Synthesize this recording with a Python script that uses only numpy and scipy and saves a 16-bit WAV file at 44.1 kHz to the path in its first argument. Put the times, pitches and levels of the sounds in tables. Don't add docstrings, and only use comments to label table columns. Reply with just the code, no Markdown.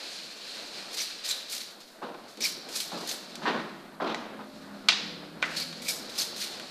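import sys
import numpy as np
from scipy import signal
from scipy.fft import rfft, irfft
from scipy.io import wavfile

SR = 44100
rng = np.random.default_rng(int(sys.argv[2]) if len(sys.argv) > 2 else 0)


def wav_record(signal):
    frames = np.transpose(np.atleast_2d(signal))
    bounded = np.clip(frames, -1, 1)
    quanta = np.round(bounded * 32767).astype(np.int16)
    wavfile.write(sys.argv[1], SR, quanta)


N = 295469
T = np.arange(N) / SR
HZ = np.maximum(np.arange(N // 2 + 1) * SR / N, 5)


def from_db(db):
    return 10 ** (np.asarray(db) / 20)


def rms_one(x):
    return x / np.sqrt(np.mean(x ** 2) + 1e-20)


def at_hz(points, hz):
    points_hz, points_db = np.transpose(points)
    return np.interp(np.log(hz), np.log(points_hz), points_db)


def band(x, low_hz, high_hz):
    edges = [low_hz, min(high_hz, .45 * SR)]
    return signal.sosfilt(signal.butter(2, edges, "band", fs=SR, output="sos"), x)


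def noise(gain):
    return rms_one(irfft(rfft(rng.standard_normal(N)) * gain, N))


def drift(rate):
    step = 40
    pole = np.exp(-2 * np.pi * rate * step / SR)
    steps = rng.standard_normal(N // step + 2002)
    slow = signal.lfilter([1], [1, -2 * pole, pole * pole], steps)[2000:]
    return np.interp(np.arange(N) / step, np.arange(len(slow)), rms_one(slow))


def patchy(spectrum, patchy_db, rate):
    together = drift(rate)
    colour = from_db(at_hz(spectrum, HZ))
    out = 0
    for centre in 30 * 2.0 ** np.arange(10):
        octave = np.cos(np.clip(np.log2(HZ / centre), -1, 1) * np.pi / 2) * colour
        flicker_db = patchy_db * (2.0 * together + drift(rate))
        out = out + irfft(rfft(rng.standard_normal(N)) * octave, N) * from_db(flicker_db)
    return rms_one(out)


def burst(swell, t60):
    swell, t60 = max(swell, 2e-4), max(t60, 2e-3)
    t = np.arange(int((swell + t60) * SR)) / SR
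    rising = np.sin(np.pi / 2 * np.minimum(t / swell, 1)) ** 2
    return np.where(t < swell, rising, from_db(-60 * (t - swell) / t60))


def add(out, s, sound):
    i = int(s * SR)
    out[i:i + len(sound)] += sound[:N - i]


# (frequency [Hz], time [s])
ECHO_T60 = [(200, 0.61), (1400, 0.81), (3700, 0.93), (6000, 0.42), (8500, 0.21), (12000, 0.2)]
# (frequency [Hz], level [dB])
ECHO_COLOUR = [(150, 11), (1400, 5.5), (2600, 2), (3700, 2), (5500, 9), (8000, 8), (14000, -10)]


def room():
    t = T[:SR]
    centres = 60 * 2.0 ** np.arange(0, 8, .5)
    bands = []
    for hz in centres:
        half_octave = signal.butter(2, [hz, hz * np.sqrt(2)], "band", fs=SR, output="sos")
        bands.append(signal.sosfilt(half_octave, rng.standard_normal(2 * SR)))
    bands = np.array(bands)
    start_db = at_hz(ECHO_COLOUR, centres)[:, None]
    dying = from_db(start_db - 60 * t / at_hz(ECHO_T60, centres)[:, None])
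    dying = dying * np.clip((t - .004) / 0.00043, 0, 1)

    def echo():
        tail = np.sum(bands[:, rng.integers(SR):][:, :SR] * dying, axis=0)
        return tail / np.sqrt(np.sum(tail ** 2))
    return echo


# (start [s], end [s], first pitch [Hz], last pitch [Hz], middle rms level [dB])
HUM_GLIDES = [(4.2, 4.62, 212, 216, -53), (4.58, 5.25, 201, 204, -49.5), (4.25, 4.86, 260, 277, -52.5),
              (4.94, 5.5, 294, 301, -53), (4.943, 5.948, 169, 165, -55), (5.33, 5.9, 243, 248, -53),
              (4.4, 4.85, 605, 592, -58), (4.95, 5.3, 482, 492, -57), (5.7, 6.12, 482, 490, -57),
              (5.55, 5.95, 550, 552, -58)]


def hums():
    out = np.zeros(N)
    for start, end, first_hz, last_hz, db in HUM_GLIDES:
        along = np.clip((T - start) / (end - start), 0, 1)
        pitch = first_hz + (last_hz - first_hz) * along + .6 * drift(2)
        fade = np.sqrt(2 * np.minimum(2 * np.sin(np.pi * along), 1))
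        tone = np.sin(2 * np.pi * np.cumsum(pitch) / SR)
        out += from_db(db + 0.49 * drift(3.7)) * fade * tone
    return out


# (time [s], hiss [dB], murmur of the room [dB], drone [dB])
BACKGROUND_LEVELS = [(0, -43.5, -51, -60), (.06, -40, -48, -64), (.23, -43, -52, -55),
                     (.39, -43, -51.5, -63), (.65, -41, -49, -60), (.78, -41.5, -49, -54),
                     (.88, -43.5, -50, -58), (1.1, -42, -51, -62.5), (1.5, -48.5, -51.5, -61.5),
                     (1.69, -49.5, -53.5, -58), (1.749, -64, -53.5, -62), (2.328, -56, -53, -56.5),
                     (2.95, -43.5, -47.5, -53), (3.26, -50.5, -48.5, -53.5), (3.5, -50.5, -44.5, -38),
                     (3.68, -56.5, -45, -44), (3.95, -63.5, -50, -50.5), (4.2, -64, -41.5, -49),
                     (4.6, -56.5, -50.5, -49.5), (5.06, -52, -47, -46), (5.3, -61, -47.5, -48),
                     (5.65, -48.5, -47, -48.5), (6.25, -48, -48, -50), (6.7, -44.5, -49, -49)]
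# (frequency [Hz], level [dB per Hz])
HISS_COLOUR = [(710, -22), (1200, -11), (1610, -2.5), (2100, -4.5), (2360, 0), (3340, -1), (4220, 7.5),
               (5730, -4.5), (8000, -10.5), (13400, -23), (15000, -47)]
# (frequency [Hz], level [dB per Hz])
MURMUR_COLOUR = [(150, -11.5), (250, -7), (301, -6), (425, -7.5), (467, -6.5), (599, -5.5), (1010, -12.5),
                 (1460, -11.5), (3000, -26), (3900, -24), (6600, -120)]
# (frequency [Hz], level [dB per Hz])
DRONE_COLOUR = [(74, -51), (125, -1), (153, 0), (204, -0.5), (242, 3.5), (286, -9), (329, -2), (400, -9.5),
                (520, -38), (880, -120)]
# (frequency [Hz], width [Hz], level [dB])
DRONE_MODES = [(162, 39, -3.5), (206.3, 17, 3.5), (262, 33, -20), (360, 22, -3)]
# (time [s], level [dB])
DEEP_LEVELS = [(0, -98), (.6, -92), (.75, -80), (.95, -95), (2.0, -92), (2.2, -76), (2.6, -92), (2.87, -80),
               (3.2, -92), (3.5, -78), (4.2, -73), (5.4, -67), (6.7, -74)]
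# (frequency [Hz], level [dB per Hz])
SELF_NOISE_COLOUR = [(20, 17), (40, -23), (65, -30), (110, -30), (300, -28), (8000, 0.5), (15000, -1.5)]
SELF_NOISE_DB = -64.5


def background():
    s, hiss_db, murmur_db, drone_db = np.transpose(BACKGROUND_LEVELS)
    hiss = from_db(np.interp(T, s, hiss_db)) * patchy(HISS_COLOUR, patchy_db=.6, rate=12)
    murmur = from_db(np.interp(T, s, murmur_db)) * patchy(MURMUR_COLOUR, patchy_db=.8, rate=5.0)
    modes = 1 + sum(from_db(db) / (1 + ((HZ - hz) / width * 2) ** 2) for hz, width, db in DRONE_MODES)
    drone_gain = from_db(np.interp(T, s, drone_db) + 0.2 * drift(3.2))
    drone = drone_gain * noise(from_db(at_hz(DRONE_COLOUR, HZ)) * modes)
    low_noise = band(band(rng.standard_normal(N), 65, 116), 65, 116)
    deep = from_db(np.interp(T, *np.transpose(DEEP_LEVELS))) * rms_one(low_noise)
    own_noise = from_db(SELF_NOISE_DB) * noise(from_db(at_hz(SELF_NOISE_COLOUR, HZ)))
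    low_cut = band(band(hiss + murmur + drone, 170, 20000), 170, 20000)
    return low_cut + hums() + deep + own_noise


# (time [s], boom [dB], body [dB], rustle [dB], t60 before the parts' shares [s],
# centre of the body [Hz])
FAR_THUDS = [(2.016, -42.5, -42, -51, 0.64, 940), (2.356, -50, -71, -80, 0.63, 900),
             (2.556, -52, -56, -70, 0.096, 900), (2.634, -54.5, -70, -64, 1, 900),
             (2.916, -41.5, -40.5, -67, 0.5, 940), (3.010, -46, -46, -50, 0.11, 1100),
             (3.416, -47.5, -43.5, -43.5, 0.63, 1190), (3.453, -39.5, -30, -37, 0.58, 1280),
             (3.480, -40.5, -39.5, -52, 0.4, 754), (3.521, -38.5, -37.5, -57, 0.32, 1170),
             (3.999, -36.5, -33.5, -44, 0.63, 970), (4.018, -44.5, -38, -48, 0.33, 700),
             (4.055, -44, -39, -41.5, 0.55, 905), (4.389, -52, -48, -59, 0.22, 1010)]
# (delay [s], swell [s], share of the t60 [ratio])
BOOM_BODY_RUSTLE = [(0.00803, 0.015, 0.75), (0.000996, 0.0019, 1.06), (0.0017, 0.019, 1.8)]
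BOOM_HZ, RUSTLE_HZ = (183, 615), (1930, 4660)
BODY_SPREAD = 1.48
THUD_LUMPS_DB, THUD_LUMPS_HZ = 2.0, 45


def thuds():
    out = np.zeros(N)
    for s, *levels_db, t60, body_hz in FAR_THUDS:
        edges = BOOM_HZ, (body_hz / BODY_SPREAD, body_hz * BODY_SPREAD), RUSTLE_HZ
        for db, (low_hz, high_hz), (delay, swell, share) in zip(levels_db, edges, BOOM_BODY_RUSTLE):
            white = rng.standard_normal(SR)
            skirt = from_db(-22) * rms_one(band(white, high_hz, high_hz + 3000))
            shudder = rms_one(band(white, low_hz, high_hz)) + skirt
            shape = burst(swell, min(share * t60, .7))
            add(out, s + delay, from_db(db) * shape * shudder[SR // 10:][:len(shape)])
    return out * from_db(THUD_LUMPS_DB * drift(THUD_LUMPS_HZ))


# (time [s], level at the onset [dB], low edge [Hz], high edge [Hz])
CLACKS_AND_FLUTTER = [(0.826, -39, 900, 9000), (2.373, -37, 3000, 14000), (2.689, -36, 3020, 13900),
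                      (3.355, -29, 3560, 12100), (4.1455, -27, 497, 6400), (4.8859, -12.5, 1400, 9000),
                      (4.8874, -10.5, 3400, 5200), (4.890, -18, 2100, 3000), (4.8945, -21, 900, 6000),
                      (4.9008, -21, 3200, 4760), (4.9022, -23, 2500, 5000), (4.909, -26, 3000, 4800),
                      (4.921, -25, 1200, 4800), (4.928, -27, 3000, 4800), (4.934, -27, 3400, 4500),
                      (5.4208, -38, 3400, 5500), (5.4256, -25, 600, 9000), (5.4264, -22, 1500, 3100),
                      (5.4276, -22, 1300, 2200), (5.434, -25, 1600, 3200), (5.441, -29, 1300, 3200),
                      (5.728, -36.5, 1490, 8000), (6.598, -32, 1520, 14300)]
# (frequency [Hz], level before the ringing gain [dB], t60 [s])
PLASTIC_MODES = [(700, -2, .04), (1050, -6, .03), (1530, 2, .05), (2030, 1, .05), (2450, 2, .05),
                 (2750, 0, .05), (3330, 0, .045), (3790, -2, .04), (3960, 1, .045), (4400, 0, .035),
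                 (4810, -4, .035)]
RING_DB, RATTLE_DB, RATTLE_T60_S = -42, -21, 0.03
CLACK_WET_DB = -8
ECHO_WIDER = 1.03


def clacks(echo):
    out, t = np.zeros(N), T[:SR // 8]
    ringing = np.zeros(len(t))
    for hz, db, t60 in PLASTIC_MODES:
        ringing += from_db(RING_DB + db - 60 * t / t60) * np.sin(2 * np.pi * hz * t)
    ringing[0] = 1
    click = 1. * (t == 0)
    shape = burst(.001, RATTLE_T60_S)
    energy = np.sum(shape ** 2)
    for s, db, low_hz, high_hz in CLACKS_AND_FLUTTER:
        force = from_db(RATTLE_DB) * rng.standard_normal(len(shape)) * shape
        force[SR // 2000] += 1
        rung = band(signal.fftconvolve(force, ringing), low_hz, high_hz)
        add(out, s, from_db(db) * rung * np.sqrt(energy / np.sum(rung ** 2)))
        edges = low_hz / ECHO_WIDER, high_hz * ECHO_WIDER
        strength = np.sqrt(energy / np.sum(band(click, *edges) ** 2))
        add(out, s, from_db(db + CLACK_WET_DB) * strength * band(echo(), *edges))
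    return out


# (time [s], pitch [Hz], rms level at the top of the swell [dB])
NOZZLE_WHISTLES = [(1.000, 5940, -32), (1.287, 7400, -30), (1.305, 3830, -25), (2.417, 5640, -30),
                   (2.437, 5430, -28.5), (2.448, 4700, -29.5), (2.754, 5630, -42), (3.089, 6560, -36),
                   (5.566, 4370, -30), (5.598, 4300, -33), (5.615, 4600, -33), (5.885, 5240, -31.5),
                   (6.182, 5250, -29), (6.189, 4280, -29), (6.206, 6300, -33), (6.212, 4050, -34)]
WHISTLE_WIDTH = 0.13
WHISTLE_SWELL_S, WHISTLE_T60_S = 0.0057, 0.1


def whistles():
    out, shape = np.zeros(N), burst(WHISTLE_SWELL_S, WHISTLE_T60_S)
    for s, hz, db in NOZZLE_WHISTLES:
        half = hz * WHISTLE_WIDTH / 2
        narrow = rms_one(band(rng.standard_normal(SR // 2), hz - half, hz + half))
        add(out, s, from_db(db) * shape * narrow[:len(shape)])
    return out


# (valve opens [s], seep before it [s], build-up to the surge [s], seep [dB],
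# jet [dB], surge [dB], treble over body before each stage's offset [dB],
# pump whistle over body in the surge [dB])
TRIGGER_PULLS = [(0.926, 0.021, 0.079, -46, -38, -32, -8.5, -8),
                 (1.245, 0.011, 0.06, -40, -34, -32, -8, -11),
                 (1.497, 0.019, 0.036, -48, -43, -38, -2.5, -7),
                 (2.403, .03, 0.051, -71.5, -35.5, -31, -6.5, 1),
                 (2.754, 0.07, 0.075, -38.5, -33.5, -42.5, -2.5, -3.5),
                 (3.084, 0.082, .026, -41.5, -32.5, -48, -5.5, -16),
                 (5.561, 0.113, 0.059, -41.5, -33, -38.5, -8, -3),
                 (5.878, 0.063, 0.025, -39.5, -33, -40, 0, 6),
                 (6.175, 0.086, 0.038, -41, -31.5, -36.5, -3.5, -7),
                 (6.358, 0.023, 0.074, -48, -39, -33.5, -7.5, -15)]
# (time [s], peak level [dB])
BUBBLE_SPITS = [(0.942, -36), (0.969, -34), (1.017, -31), (1.308, -32), (1.498, -38), (1.525, -43),
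                (1.549, -34), (1.565, -35), (1.579, -33), (2.405, -39), (2.448, -34), (2.755, -32),
                (2.802, -29), (3.074, -34.5), (3.113, -30.5), (5.599, -33), (5.887, -34.5), (5.896, -34),
                (6.179, -33), (6.217, -30.5), (6.424, -47)]
# (time [s], peak level [dB])
STRAY_DROPS = [(1.600, -40.5), (1.671, -58), (1.799, -50.5), (1.865, -54.5), (2.278, -52), (2.970, -45)]
SEEP_START_DB = -3
SEEP_T60_S, SEEP_TREBLE_DB = 0.14, -3.5
JET_SWELL_S, JET_T60_S, JET_TREBLE_DB = 0.0073, 0.22, 2
SURGE_SWELL_S, SURGE_T60_S, SURGE_TREBLE_DB = 0.062, 0.23, 2
EARLY_WHISTLE_DB = -7
SPIT_SWELL_S, SPIT_T60_S, SPIT_TREBLE_DB = 0.0029, 0.042, -4.5
DRIBBLE_T60_S, DRIBBLE_TREBLE_DB = 0.36, -7.5


def spurts():
    for s, seep, build, seep_db, jet_db, surge_db, treble_db, whistle_db in TRIGGER_PULLS:
        swell = min(build, SURGE_SWELL_S)
        early_db = whistle_db + EARLY_WHISTLE_DB
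        seep_treble_db = treble_db + SEEP_TREBLE_DB
        yield s - seep, seep_db + SEEP_START_DB, JET_SWELL_S, SEEP_T60_S, seep_treble_db, early_db
        yield s - seep, seep_db, seep, SEEP_T60_S, seep_treble_db, early_db
        yield s, jet_db, JET_SWELL_S, JET_T60_S, treble_db + JET_TREBLE_DB, early_db
        yield s + build - swell, surge_db, swell, SURGE_T60_S, treble_db + SURGE_TREBLE_DB, whistle_db
    for s, db in BUBBLE_SPITS:
        yield s - SPIT_SWELL_S / 2, db, SPIT_SWELL_S, SPIT_T60_S, SPIT_TREBLE_DB, -15
    for s, db in STRAY_DROPS:
        yield s, db, JET_SWELL_S, DRIBBLE_T60_S, DRIBBLE_TREBLE_DB, -15


# (frequency [Hz], level [dB per Hz])
JET_COLOUR = [(700, -26), (1200, -14), (2000, -9.5), (3000, -6.5), (3800, 1), (4600, 2.5), (5600, -3),
              (7000, -5.5), (10000, -10), (15000, -14)]
TREBLE_HZ = 6400
PUMP_HZ, PUMP_WIDTH_HZ = 2340, 320
SPUTTER_DB, SPUTTER_HZ = 1.0, 35
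GRAIN_DB, GRAIN_HZ = 1.6, 200


def spray():
    colour = from_db(at_hz(JET_COLOUR, HZ))
    body_noise = noise(colour / np.sqrt(1 + (HZ / TREBLE_HZ) ** 6))
    treble_noise = noise(colour / np.sqrt(1 + (TREBLE_HZ / HZ) ** 6))
    pump_noise = noise(1 / (1 + ((HZ - PUMP_HZ) / PUMP_WIDTH_HZ * 2) ** 2))
    body_power, treble_power, pump_power = np.zeros((3, N))
    for s, db, swell, t60, treble_db, whistle_db in spurts():
        add(body_power, s, (from_db(db) * burst(swell, t60)) ** 2)
        add(treble_power, s, (from_db(db + treble_db) * burst(swell, 1.66 * t60)) ** 2)
        add(pump_power, s + swell / 2, (from_db(db + whistle_db) * burst(swell / 2, t60 / 4)) ** 2)
    stutter = from_db(SPUTTER_DB * drift(SPUTTER_HZ))

    def play(power, part):
        return stutter * from_db(GRAIN_DB * drift(GRAIN_HZ)) * np.sqrt(power) * part
    jet = play(body_power, body_noise) + play(treble_power, treble_noise)
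    return jet, play(pump_power, pump_noise)


# (frequency [Hz], level [dB])
MICROPHONE_COLOUR = [(20, -30), (100, -13), (160, 3.5), (250, 8), (1500, 2), (2900, 1), (3950, 2),
                     (4900, -1.5), (5500, -2.5), (8000, -11), (15000, -19)]
SPRAY_WET_DB, PUMP_WET_DB, THUD_WET_DB = -8, -17, -13


def scene():
    echo = room()
    soft = thuds()
    jet, pump = spray()
    jet = jet + whistles()
    sent = from_db(THUD_WET_DB) * soft + from_db(SPRAY_WET_DB) * jet + from_db(PUMP_WET_DB) * pump
    echoes = signal.fftconvolve(sent, echo())[:N]
    blows_and_echoes = clacks(echo) + soft + echoes
    coloured = irfft(rfft(blows_and_echoes) * from_db(at_hz(MICROPHONE_COLOUR, HZ)), N)
    return np.tile(jet + pump + coloured + background(), (2, 1))


CUTOFF_HZ = 15400


def record(dry):
    rounded = 1.3 * np.tanh(dry / 1.3)
    return signal.sosfilt(signal.cheby2(14, 70, CUTOFF_HZ, fs=SR, output="sos"), rounded)


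dry = scene()
out = record(dry)
wav_record(out)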